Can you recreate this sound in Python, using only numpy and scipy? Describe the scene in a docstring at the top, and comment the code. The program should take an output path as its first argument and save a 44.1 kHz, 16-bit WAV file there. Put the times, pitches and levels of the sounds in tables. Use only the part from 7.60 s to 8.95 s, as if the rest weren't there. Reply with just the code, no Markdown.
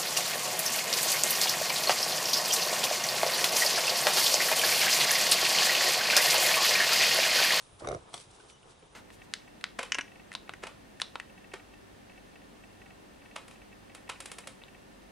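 """In a bin lined with tissue paper, two hamsters scuffle over a piece of dry food, heard close up. A flurry of
kicks and claw ticks rings the floor, bodies thud on the bin, then the food knocks and cracks. Brushed paper
rustles in tiny crease snaps and scrapes once; fur and paws rub the bedding, with a light step and nibbles. One
faint squeak, very faint high pips and a thin opening whistle sit over steady room hiss."""
import sys
import numpy as np
from scipy import signal
from scipy.fft import rfft, irfft
from scipy.io import wavfile
from scipy.ndimage import uniform_filter1d

SR = 44100
rng = np.random.default_rng(int(sys.argv[2]) if len(sys.argv) > 2 else 0)


def persist_wave(psi):
    """Save psi, clipped to +-1, as 16-bit WAV."""
    counts = np.round(np.clip(psi, -1, 1) * 32767).astype(np.int16)
    wavfile.write(sys.argv[1], SR, np.atleast_2d(counts).T)


N = 59535
TIME_S = np.arange(N) / SR


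def amp(db):
    """Decibels to gain."""
    return 10 ** (np.asarray(db) / 20)


def unit(x):
    """Scales to rms 1."""
    return x / np.sqrt(np.mean(x ** 2) + 1e-20)


def read(points, hz):
    """Interpolates a table on a log-frequency axis."""
    f, value = np.transpose(points)
    return np.interp(np.log(hz + 1), np.log(f + 1), value)


def add(mix, s, sound):
    """Mixes a stereo sound in at time s."""
    part = mix[:, max(round(s * SR), 0):][:, :sound.shape[1]]
    part += sound[:, :part.shape[1]]


def colour(x, spectrum, correlation, low_cut_hz=10):
    """Filters two unrelated signals into a partly correlated stereo pair, rms 1."""
    hz = np.fft.rfftfreq(N, 1 / SR)
    same = read(correlation, hz) if np.ndim(correlation) else np.full_like(hz, correlation)
    gain = amp(read(spectrum, hz)) * hz ** 2 / (hz ** 2 + low_cut_hz ** 2)
    mid, side = rfft(x) * gain * np.sqrt([1 + same, 1 - same])
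    return unit(irfft([mid + side, mid - side], N))


def noise(spectrum, correlation, low_cut_hz=10):
    """Coloured stereo noise, rms 1."""
    return colour(rng.standard_normal((2, N)), spectrum, correlation, low_cut_hz)


def swell(peak_s, rise_s, decay_s):
    """Peak with exponential flanks."""
    return np.exp(-np.maximum((peak_s - TIME_S) / rise_s, (TIME_S - peak_s) / decay_s))


def waver(size):
    """Smooth random wobble, rms 1."""
    return unit(uniform_filter1d(uniform_filter1d(rng.standard_normal(size), size=120), size=120))


def strike(modes, pitch, scuff, contact_s, width):
    """A push and a short scuff share a fixed energy and ring damped modes."""
    t = np.arange(SR // 6) / SR
    rings = np.array([(-1) ** k * amp(db - 60 * t / t60) * np.sin(2 * np.pi * hz * pitch * t)
                      for k, (hz, db, t60) in enumerate(modes)])
    ring = rings.sum(0)
    mode_hz = np.array(modes)[:, 0]
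    spread = width * (mode_hz / np.median(mode_hz)) ** 2.2  # higher modes differ more between the ears
    rub, side_rub = rng.standard_normal((2, len(t))) * np.exp(-t / contact_s) / np.sqrt(contact_s * SR / 2)
    mid = signal.fftconvolve((t == 0) + scuff * rub, ring)[:len(t)]
    side = signal.fftconvolve(side_rub, spread @ rings)[:len(t)]
    return np.std(ring) * unit(np.array([mid + side, mid - side]))


# kicks, then a paper scrape and a light step (time [s], relative level [dB], pitch [ratio], contact [s])
KICK_HITS = [(0.2074, -14, 1.18, .001), (0.2202, -7, 0.9, 0.0026), (0.235, -13.5, 0.88, 0.0037),
             (0.245, -9.5, 1.72, 0.0023), (0.252, -8, 0.9, 0.0022), (0.2714, 0.5, 1.08, 0.0017),
             (0.2853, 1.5, 1.097, 0.00059), (0.2968, -2.5, 1.03, 0.0027), (0.3103, 2, 1.003, 0.0064),
             (0.3262, 0.5, 1.056, 0.004), (0.3466, -0.5, 0.986, 0.00076), (0.3561, -11.5, 0.824, 0.0055),
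             (.364, -9.5, 0.946, 0.0015)]
SCRAPE_STEP_HITS = [(0.800, -22.5, 2.2, 0.016), (1.227, -21, 0.81, 0.0029)]
# claws on the hard floor (time [s], relative level [dB])
CLAW_HITS = [(0.246, -15), (0.2733, 2), (0.2876, 2.5), (0.3166, -4), (0.342, -12.5), (0.3482, -8)]
# floor and claw modes (base frequency [Hz], relative level [dB], t60 [s])
FLOOR_RING = [(91.5, -23.5, 0.13), (143, -17.5, 0.07), (373.6, -6.5, 0.064), (456.3, -10, 0.066),
              (533, -4, 0.048), (682.4, 1, 0.038), (718, -3, 0.022), (1120, -7, 0.012), (1318, -8, 0.014),
              (2100, -21.5, 0.0085)]
CLAW_RING = [(2227, -11.5, 0.016), (2990, -16.5, 0.029), (3854, -10.5, 0.018), (5010, -11.5, 0.011),
             (5760, -4, 0.0047), (6070, -3, 0.01), (6740, -8.5, 0.0062), (8340, -13, 0.0057),
             (9550, -9, 0.0081), (10400, -9.5, 0.0055)]
KICK_DB, CLAW_DB, PAW_ROOM_DB = -28, -32, -17


def paws():
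    """Kicks, a paper scrape and a step sound on the bin floor; some kicks land with a claw."""
    out = np.zeros((2, N))
    for s, db, pitch, contact_s in KICK_HITS + SCRAPE_STEP_HITS:
        thump = strike(FLOOR_RING, pitch, scuff=0.57, contact_s=contact_s, width=0.29)
        add(out, s, amp(KICK_DB + db) * thump)
    for s, db in CLAW_HITS:
        tick = strike(CLAW_RING, pitch=0.97, scuff=1, contact_s=0.0012, width=0.19)
        add(out, s, amp(CLAW_DB + db) * tick)
    return (out + amp(PAW_ROOM_DB) * room(out)) * amp([[-.8], [.8]])  # slightly right


# food fractures (time [s], relative crack level [dB], relative knock level [dB], decay [s])
FRACTURES = [(.532, -12, -11, 0.0036), (0.5363, -15, -13, 0.0026), (.5408, 2.5, -1.5, 0.0015),
             (.5422, -6.5, 3, 0.004), (0.545, -15, -6.5, 0.017), (0.5781, -4.5, -12, 0.0019),
             (0.5865, -20, -39, 0.0012), (0.6003, -9, -21, 0.0014), (0.607, -25, -25, 0.0018)]
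# their spectra (frequency [Hz], relative density [dB])
CRACK_SPECTRUM = [(880, -38), (1650, -4), (2300, 0), (2630, -11), (3400, 6.5), (3800, -3.5), (4430, 0),
                  (5340, -4.5), (6120, -0.5), (7350, -26), (7850, 0), (8450, 4), (9370, -14.5), (10700, -3),
                  (11500, -5)]
KNOCK_SPECTRUM = [(60, -26), (200, 3.5), (380, -5), (620, 0), (880, 1.5), (1320, 1.5), (1650, -25),
                  (2000, -1), (3000, -20)]
# small bites (time [s], gain [dB])
NIBBLE_HITS = [(0.8994, -55), (1.03, -61), (1.228, -63)]
# their modes (base frequency [Hz], relative level [dB], t60 [s])
NIBBLE_RING = [(2600, 8, 0.0073), (3440, 8.5, 0.013)]
CRACK_DB, KNOCK_DB, PUSH_DB, FOOD_ROOM_DB = -34, -42.5, -63.5, -15


def food(rise_s=0.00066):
    """Dry food cracks: each a bright burst over a dull push and a grinding knock. Nibbles follow."""
    crack, knock, pushes = np.zeros(N), np.zeros(N), np.zeros((2, N))
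    for s, crack_db, knock_db, decay_s in FRACTURES:
        burst = swell(s + rise_s, rise_s, decay_s)
        crack += amp(crack_db) * burst
        knock += amp(knock_db) * burst
        pushes[0, round((s + rise_s) * SR)] += amp(knock_db)
    out = amp(CRACK_DB) * crack * noise(CRACK_SPECTRUM, correlation=0.94, low_cut_hz=1270)
    out += amp(KNOCK_DB) * knock * noise(KNOCK_SPECTRUM, correlation=0.88)
    out += amp(PUSH_DB) * colour(pushes, KNOCK_SPECTRUM, correlation=1)
    for s, db in NIBBLE_HITS:
        add(out, s, amp(db) * strike(NIBBLE_RING, pitch=0.88, scuff=0.65, contact_s=0.0036, width=0.28))
    return out + amp(FOOD_ROOM_DB) * room(out)


# body thuds (time [s], level [dB], decay [s])
BUMP_HITS = [(0.133, -53.5, 0.016), (0.248, -49.5, 0.04), (0.293, -40.5, .015), (0.323, -48.5, 0.0083),
             (0.361, -43, 0.011), (0.4, -54.5, 0.022), (0.436, -63, .01), (0.686, -54.5, 0.027)]
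# their spectrum (frequency [Hz], relative density [dB])
BUMP_SPECTRUM = [(25, -7), (46, -3), (90, 5), (140, 2), (200, -13), (400, -51)]


def bumps():
    """Bodies thud softly against the bin."""
    level = sum(amp(db) * swell(s, decay_s / 2, decay_s) for s, db, decay_s in BUMP_HITS)
    return level * noise(BUMP_SPECTRUM, correlation=0.97)


# brushes against paper (peak time [s], level [dB], rise [s], decay [s])
BRUSHES = [(.003, -59, 0.022, 0.073), (.198, -53.5, .004, 0.022), (.345, -58.5, 0.065, 0.047),
           (.565, -52.5, 0.033, 0.054), (0.612, -54, 0.03, 0.036), (.712, -59.5, 0.0097, 0.019),
           (0.753, -60, 0.026, 0.023), (0.801, -60, 0.012, 0.074), (0.899, -55.5, 0.017, 0.023),
           (1.111, -60, 0.03, 0.022)]
# crease snaps (frequency [Hz], relative density [dB])
PAPER_SPECTRUM = [(530, -37), (900, -10), (1230, -0.5), (1820, -9.5), (2110, -5), (3340, -2), (4000, -3),
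                  (5750, -4), (7120, -6.5), (8440, -3.5), (10200, -5.5), (11100, -11.5), (11500, -59)]
# stereo image of paper, shuffle and hiss (frequency [Hz], left-right correlation [0-1])
CORRELATION = [(40, 1), (130, 0.84), (300, 0.32), (1000, 0.1), (2500, 0.24), (5000, 0.64), (9000, 0.73)]


def paper(creases_per_s=7600, spread_db=1):
    """Each brush sets off a swarm of tiny crease snaps."""
    snaps = rng.standard_normal((2, N)) * amp(spread_db * np.minimum(rng.exponential(1, N), 4))
    snaps *= rng.random(N) < creases_per_s / SR
    power = sum((amp(db) * swell(s, rise_s, decay_s)) ** 2 for s, db, rise_s, decay_s in BRUSHES)
    return np.sqrt(power) * colour(snaps, PAPER_SPECTRUM, CORRELATION, low_cut_hz=900)


# rubbing on the bedding (time [s], level [dB])
SHUFFLE_ENVELOPE = [(0, -67.5), (.17, -66.5), (.25, -43.5), (.39, -56), (.45, -60.5), (.485, -54.5),
                    (.515, -61), (.56, -55.5), (.66, -64), (.75, -60), (.81, -59), (.91, -60), (.99, -71),
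                    (1.08, -56.5), (1.18, -69), (1.24, -61.5), (1.28, -67), (1.34, -60.5)]
# its spectrum (frequency [Hz], relative density [dB])
SHUFFLE_SPECTRUM = [(60, -7), (220, -8), (420, 3.5), (640, -3), (800, -2), (1250, -3.5), (1800, -14),
                    (3200, -25), (5000, -28.5)]


def shuffle(rubs_per_s=6000):
    """Fur and feet rub the bedding, dull and lumpy."""
    rubs = rng.standard_normal((2, N)) * (rng.random(N) < rubs_per_s / SR)
    level = amp(np.interp(TIME_S, *np.transpose(SHUFFLE_ENVELOPE)))
    return level * colour(rubs, SHUFFLE_SPECTRUM, CORRELATION)


# faint squeak (start [s], length [s], pitch [Hz], level [dB])
SQUEAK_NOTES = [(0.911, 0.073, 3005, -67)]


def squeak(waver_hz=54.7, rasp=0.36):
    """A thin, raspy, unsteady note; its octave flickers and fades."""
    out = np.zeros((2, N))
    for s, length_s, hz, db in SQUEAK_NOTES:
        t = np.arange(0, length_s, 1 / SR)
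        phase = 2 * np.pi * np.cumsum(hz + waver_hz * waver(len(t))) / SR
        octave = 2 * (1 - t / length_s) * waver(len(t)) * np.sin(2 * phase)
        fundamental = (1 + rasp * waver(len(t))) * np.sin(phase)
        arch = np.sqrt(abs(np.sin(np.pi * t / length_s)))
        add(out, s, np.tile(amp(db) * unit(arch * (fundamental + octave)), (2, 1)))
    return out


# high pips (start [s], pitch [Hz])
PIP_NOTES = [(.017, 9220), (.117, 9220), (.183, 8850), (.315, 8170), (.417, 8200), (.483, 9130),
             (.617, 8600), (.697, 8300), (.783, 8800), (.85, 8650), (.917, 9000), (1.017, 9100),
             (1.185, 9160), (1.25, 9000), (1.317, 9130)]


def pips(length_s=0.028, fall_hz=40, peak_db=-67):
    """Thin, slightly falling tones, barely above the hiss."""
    out, t = np.zeros((2, N)), np.arange(0, length_s, 1 / SR)
    arch = amp(peak_db) * np.sin(np.pi * t / length_s)
    for s, hz in PIP_NOTES:
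        phase = 2 * np.pi * np.cumsum(hz + fall_hz * (.5 - t / length_s)) / SR
        add(out, s, np.tile(arch * np.sin(phase), (2, 1)))
    return out


# thin whistle (frequency [Hz], level [dB])
WHISTLE_TONES = [(7835, -88), (8950, -74.5), (9520, -78), (10080, -77), (10640, -78)]


def whistle(end_s=0.26, fade_s=0.096, waver_hz=32):
    """Faint, wavering high tones that stop during the scuffle."""
    tones = np.zeros(N)
    for hz, db in WHISTLE_TONES:
        phase = 2 * np.pi * np.cumsum(hz + waver_hz * waver(N)) / SR
        tones += amp(db) * unit(np.sin(phase))
    return tones * np.clip((end_s - TIME_S) / fade_s, 0, 1)


# room noise (frequency [Hz], relative density [dB])
HISS_SPECTRUM = [(12, -35), (20, 0.5), (53, -1.5), (129, 0), (237, -5), (499, -5.5), (634, -7), (849, -5.5),
                 (1890, -15), (3760, -13), (4190, -19.5), (6410, -20), (9300, -23), (10600, -23),
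                 (11500, -48)]


def hiss(rms_db=-60):
    """Steady room noise, strongest in the bass."""
    return amp(rms_db) * noise(HISS_SPECTRUM, CORRELATION)


# reverberation (frequency [Hz], t60 [s])
ROOM_DECAY = [(100, 0.36), (500, 0.3), (1500, 0.16), (5000, 0.32), (11000, 0.12)]


def room(x):
    """Diffuse tail of the bin and the room, different at each ear."""
    hz, t, spectra = signal.stft(rng.standard_normal((2, SR // 2)), SR, nperseg=256)
    decay = amp(-60 * t / read(ROOM_DECAY, hz)[:, None])
    tail = signal.istft(spectra * decay, SR, nperseg=256)[1]
    tail[:, :SR // 300] = 0  # 3.3 ms pre-delay
    return signal.fftconvolve(x, tail / np.linalg.norm(tail[0]), axes=1)[:, :N]


def scene():
    """The animals and their bedding, with faint high pips and a thin whistle, over room hiss."""
    return paws() + food() + bumps() + paper() + shuffle() + squeak() + pips() + whistle() + hiss()


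def record(dry, cutoff_hz=11180):
    """The recorder's band limit: a steep low-pass."""
    taps = signal.firwin(255, cutoff_hz, window=("kaiser", 8), fs=SR)
    return signal.oaconvolve(dry, taps[None], "same")


dry = scene()
out = record(dry)
persist_wave(out)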